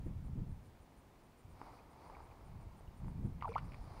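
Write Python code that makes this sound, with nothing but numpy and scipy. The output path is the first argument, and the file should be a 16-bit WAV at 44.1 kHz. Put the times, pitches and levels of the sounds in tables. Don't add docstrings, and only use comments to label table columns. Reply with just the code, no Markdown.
import sys
import numpy as np
from scipy import signal
from scipy.fft import rfft, irfft, next_fast_len
from scipy.io import wavfile
from scipy.ndimage import map_coordinates

SR = 44100
rng = np.random.default_rng(int(sys.argv[2]) if len(sys.argv) > 2 else 0)


def to_wav(sig):
    pcm = np.clip(np.atleast_2d(sig), -1, 1) * 32767
    pcm = np.round(pcm).astype(np.int16)
    wavfile.write(sys.argv[1], SR, pcm.T)


N = 4 * SR


def amp(db):
    return 10 ** (np.asarray(db) / 20)


def unit(x):
    return x / np.sqrt(np.mean(x ** 2) + 1e-20)


def clock(n=N):
    return np.arange(n) / SR


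def curve(rows):
    return np.interp(clock(), *np.transpose(rows))


def wobble(rate_hz):
    return map_coordinates(rng.standard_normal(int(N * rate_hz / SR) + 4), [clock() * rate_hz])


def filtered(x, response):
    size = next_fast_len(N + SR // 2)
    return irfft(rfft(x, size) * response(np.fft.rfftfreq(size, 1 / SR)), size)[:N]


def noise(spectrum):
    freq_hz, gain_db = np.transpose(spectrum)
    white = rng.standard_normal(N)
    return unit(filtered(white, lambda hz: amp(np.interp(np.log(hz + 1), np.log(freq_hz + 1), gain_db))))


def fade(t, t60_s):
    return np.exp(-np.log(1000) * t / t60_s)


def ramp(t, attack_s):
    return np.minimum(t / attack_s, 1)


def damped(t, pitch_hz, t60_s):
    return fade(t, t60_s) * np.sin(2 * np.pi * pitch_hz * t)


def sweep(pitch_hz):
    return 2 * np.pi * np.cumsum(pitch_hz) / SR


def add(track, start_s, sound):
    part = track[round(start_s * SR):][:len(sound)]
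    part += sound[:len(part)]


def wind():
    levels = [(0, -44.5), (.04, -48.5), (.07, -39.5), (.12, -46), (.21, -50.5), (.26, -45), (.33, -47),
              (.39, -41.5), (.47, -47.5), (.535, -50), (.62, -53), (.76, -64), (1.36, -69), (1.52, -56.5),
              (1.9, -64.5), (2.15, -58.5), (2.36, -61), (2.53, -50.5), (2.78, -56), (2.96, -56),
              (3.06, -43.5), (3.17, -47), (3.26, -40), (3.33, -48.5), (3.56, -50.5), (3.66, -46.5),
              (3.76, -52), (3.89, -53.5), (4, -55.5)]
    rumble_spectrum = [(10, -22.5), (22, 3.5), (55, 0), (80, 2), (120, -2.5), (190, -13), (300, -23.5),
                       (430, -36.5), (700, -59), (1500, -120)]
    gust_spectrum = [(20, -21), (70, -12.5), (130, 5), (210, -2.5), (320, -15.5), (500, -25), (1000, -45),
                     (2500, -51), (5000, -120)]
    flutter_db = 1.3
    level_db = curve(levels)
    gust_db = -51.5 + 2.02 * (level_db + 46.5)
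    rumble = amp(level_db - 0.5 + flutter_db * wobble(21.88)) * noise(rumble_spectrum)
    gusts = amp(gust_db + flutter_db * wobble(28)) * noise(gust_spectrum)
    return rumble + gusts


def air():
    spectrum = [(60, -17.5), (150, -3), (270, -4.5), (450, -9.5), (900, -11.5), (1200, -16.5),
                (1600, -20.5), (2100, -21.5), (3000, -26), (5000, -30.5), (8000, -33.5), (11500, -35.5),
                (15500, -34)]
    tones = [(8903, -97), (9505, -99.5)]  # pitch_hz, level_db
    whine = sum(amp(db) * np.sin(2 * np.pi * hz * clock()) for hz, db in tones)
    return amp(-65.5 + 0.3 * wobble(5)) * noise(spectrum) + whine


def insect():
    chirps = [(.065, -82), (.26, -80.5), (.51, -81.5), (.66, -80.5), (.825, -82), (.985, -81.5),
              (1.25, -84), (1.395, -80), (1.515, -82), (1.74, -85), (1.92, -82), (2.07, -82.5), (2.24, -83),
              (2.47, -83), (2.62, -83), (2.785, -81), (2.985, -80), (3.09, -82), (3.26, -80.5), (3.49, -78),
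              (3.66, -80.5), (3.835, -80.5)]
    spectrum = [(5000, -39), (6600, -20), (7200, 0.5), (8000, -36), (8500, 1), (9000, 2.5), (9600, -3),
                (10400, -13), (13000, -28)]
    t, half_width_s = clock(), 0.023
    envelope = sum(amp(db) * np.exp(-((t - centre_s) / half_width_s) ** 4) for centre_s, db in chirps)
    return envelope * noise(spectrum)


def thumps():
    bumps = [(0.521, -36, 80), (0.575, -45.5, 88), (0.799, -53, 69), (1.444, -50, 97), (2.411, -48, 64),
             (2.878, -44.5, 57.3), (3.802, -39.5, 51.6)]
    out, t = np.zeros(N), clock(SR // 6)
    swell_s = 0.0054
    envelope = t / swell_s * np.exp(1 - t / swell_s)
    for start_s, level_db, pitch_hz in bumps:
        add(out, start_s, amp(level_db) * envelope * np.sin(2 * np.pi * pitch_hz * t))
    return out


def rustle():
    levels = [(0, -74.5), (1.45, -77.5), (1.55, -67.5), (1.63, -59), (1.68, -58.5), (1.76, -61),
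              (1.86, -67), (2.0, -62), (2.13, -59.5), (2.22, -61), (2.3, -65), (2.55, -65.5), (2.9, -71.5),
              (3.08, -66.5), (3.3, -72.5), (3.65, -60.5), (3.8, -64), (4, -56.5)]
    spectrum = [(100, -8), (230, 0), (560, 0), (740, 4), (930, 5), (1220, -1.5), (1480, -9.5), (1900, -15),
                (2200, -9.5), (2600, -20), (3200, -32.5), (4800, -19.5), (6300, -37.5), (9000, -34.5),
                (15000, -51)]
    grain = amp(1.3 * wobble(140))
    return amp(curve(levels)) * unit(grain * noise(spectrum))


def line_hiss():
    levels = [(0, -105), (1.5, -92), (1.6, -79), (1.66, -75.5), (1.71, -82), (1.77, -74), (1.85, -95),
              (2.05, -75.5), (2.3, -104), (3.4, -86), (3.7, -77), (3.9, -75.5), (4, -71.5)]
    spectrum = [(1500, 1.5), (3300, -2), (4800, 6), (6500, -7.5), (8000, -20), (9300, 1), (12000, -22),
                (15000, -22)]
    return amp(curve(levels)) * noise(spectrum)


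def clicks():
    hits = [(1.6154, -36.5, 910), (2.099, -42.5, 930), (2.1677, -43.5, 950), (2.204, -42.5, 880),
            (2.808, -51, 664), (3.045, -49, 910), (3.082, -44, 880), (3.841, -48.5, 880)]
    rod_modes = [(854, 0.5, 0.018), (1150, -13, 0.096), (2130, 3, 0.0076), (4870, -10, 0.013)]  # freq_hz, gain_db, t60_s
    out, t = np.zeros(N), clock(SR // 10)
    knock = amp(-4) * damped(t, pitch_hz=440, t60_s=0.011)
    for start_s, level_db, pitch_hz in hits:
        ring = sum(amp(db + rng.normal(0, 0.69)) * damped(t, hz, t60_s) for hz, db, t60_s in rod_modes)
        snap = damped(t, pitch_hz, t60_s=0.014)
        add(out, start_s, amp(level_db) * ramp(t, attack_s=0.00037) * (snap + knock + amp(-15) * ring))
    return out


def swish():
    centre_s, half_width_s, centre_hz, rise_hz_per_s = 1.69, 0.024, 960, 1200
    t = clock() - centre_s
    phase = sweep(centre_hz + rise_hz_per_s * t) + 0.9 * wobble(220)
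    return amp(-60.5) * np.exp(-(t / half_width_s) ** 2) * unit(np.sin(phase))


def clinks():
    hits = [(1.7897, -56, 2460, 0.021), (2.1495, -50, 2220, 0.029), (2.313, -53.5, 2380, 0.013),
            (2.8756, -61, 2900, 0.027), (3.173, -62, 2340, .025)]
    out, t = np.zeros(N), clock(SR // 10)
    for start_s, level_db, pitch_hz, t60_s in hits:
        phase = 2 * np.pi * pitch_hz * t + 0.5 * wobble(580)[:len(t)]
        add(out, start_s, amp(level_db) * ramp(t, attack_s=0.0018) * fade(t, t60_s) * np.sin(phase))
    return out


def splash():
    bursts = [(3.4095, -54, 3500), (3.4238, -43, 3650), (3.4342, -59, 5000), (3.4445, -59, 3600),
              (3.4545, -59, 3600), (3.48, -68, 7000), (3.4908, -52.5, 8000), (3.497, -66, 8000),
              (3.510, -59, 8000), (3.528, -55.5, 8000), (3.579, -47.5, 9050), (3.582, -46.5, 8000),
              (3.589, -50, 4000), (3.720, -54.5, 9000), (3.735, -57, 6000), (3.744, -51.5, 9000)]
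    spectrum = [(200, -29), (600, 0), (1150, 2.5), (1700, -8), (2350, 3), (2850, -8), (3450, -13.5),
                (4000, -21), (4700, -8.5), (6500, -40), (8000, -36), (9000, -15), (11000, -36),
                (15000, -48)]
    out, t = np.zeros(N), clock(SR // 20)
    envelope = ramp(t, attack_s=0.00018) * fade(t, t60_s=0.027)
    for start_s, level_db, cutoff_hz in bursts:
        burst = filtered(noise(spectrum), lambda hz: 1 / np.sqrt(1 + (hz / cutoff_hz) ** 10))
        add(out, start_s, amp(level_db) * envelope * burst[:len(t)])
    return out


def bubbles():
    pockets = [(3.4125, 2000, -49, 0.0039, .04, 0.13, 0.005),
               (3.4236, 1030, -28.5, 0.00103, 0.0098, .02, 0.0082),
               (3.4339, 1040, -47, 0.00091, 0.018, .02, 0.0062),
               (3.4448, 1080, -32, 0.0016, 0.022, .02, 0.013),
               (3.4477, 890, -41, 0.0014, 0.016, .02, 0.0086), (3.4541, 926, -28, 0.00164, 0.02, .03, .01),
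               (3.4583, 920, -39, 0.0013, 0.028, .02, 0.0082),
               (3.474, 845, -36.5, 0.0031, 0.064, 0.022, 0.018),
               (3.4790, 1344, -42, 0.0017, 0.021, .05, 0.013),
               (3.4890, 453, -38.5, 0.0048, 0.22, 0.32, 0.0335),
               (3.52, 1040, -41.5, 0.0007, 0.023, 0.12, 0.016),
               (3.5380, 2330, -46, 0.0023, 0.021, .05, 0.015),
               (3.5515, 2170, -41, 0.00058, 0.015, .02, 0.0086),
               (3.5790, 1103, -28, 0.0039, 0.016, 0.31, 0.0034)]
    out, t = np.zeros(N), clock(SR // 10)
    for start_s, pitch_hz, gain_db, swell_s, t60_s, rise_fraction, rise_s in pockets:
        depth = np.exp(-(t / rise_s) ** 8.3)
        rising_hz = pitch_hz * (1 + rise_fraction * (1 - depth))
        envelope = ramp(t, swell_s) * fade(np.maximum(t - swell_s, 0), t60_s) * (0.27 + 0.53 * depth)
        churn_rad = 0.2 * wobble(330)[:len(t)]
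        add(out, start_s, amp(gain_db) * envelope * np.sin(sweep(rising_hz) + churn_rad))
    return out


def gurgle():
    glide = [(3.422, 1200, -80), (3.427, 1150, -49), (3.452, 1020, -45), (3.469, 860, -51),
             (3.484, 730, -44), (3.497, 620, -72)]
    time_s, pitch_hz, level_db = np.transpose(glide)
    out, t = np.zeros(N), np.arange(time_s[0], time_s[-1], 1 / SR)
    width_hz = 330
    churn = (unit(wobble(width_hz)) + 1j * unit(wobble(width_hz))) / np.sqrt(2)
    note = np.exp(1j * sweep(np.interp(t, time_s, pitch_hz)))
    add(out, time_s[0], amp(np.interp(t, time_s, level_db)) * np.real(churn[:len(t)] * note))
    return out


def spray():
    count, start_s, span_s, median_hz, t60_cycles = 30, 3.47, 0.14, 3970, 31
    out, t = np.zeros(N), clock(SR // 20)
    for delay_s, (detune, size) in zip(span_s * rng.random(count), rng.standard_normal((count, 2))):
        pitch_hz = median_hz * np.exp(0.3 * detune)
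        ping = ramp(t, attack_s=0.001) * damped(t, pitch_hz, t60_cycles / pitch_hz)
        add(out, start_s + delay_s, amp(-58 + 2.3 * size) * ping)
    return out


def gulp():
    glide = [(3.556, 720, -50), (3.557, 740, -32), (3.560, 850, -32), (3.563, 1060, -27.5),
             (3.566, 1250, -33.5), (3.5685, 1370, -42), (3.572, 1300, -43), (3.576, 1050, -48),
             (3.58, 1000, -70)]
    time_s, pitch_hz, gain_db = np.transpose(glide)
    out, t = np.zeros(N), np.arange(time_s[0], time_s[-1], 1 / SR)
    note = np.sin(sweep(np.interp(t, time_s, pitch_hz)))
    add(out, time_s[0], amp(0.8 + np.interp(t, time_s, gain_db)) * note)
    return out


def echo(x):
    t = clock(SR // 2)
    tail = rng.standard_normal(len(t)) * fade(t, t60_s=0.24)
    return amp(-19) * signal.fftconvolve(x, tail / np.linalg.norm(tail))[:N]


def scene():
    plop = bubbles() + gurgle() + gulp() + splash() + spray()
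    near = plop + clicks() + clinks()
    mix = near + echo(near) + wind() + thumps() + rustle() + line_hiss() + swish() + insect() + air()
    return mix[None]


def record(dry):
    cutoff_hz = 15720
    return filtered(dry[0], lambda hz: hz < cutoff_hz)[None]


dry = scene()
out = record(dry)
to_wav(out)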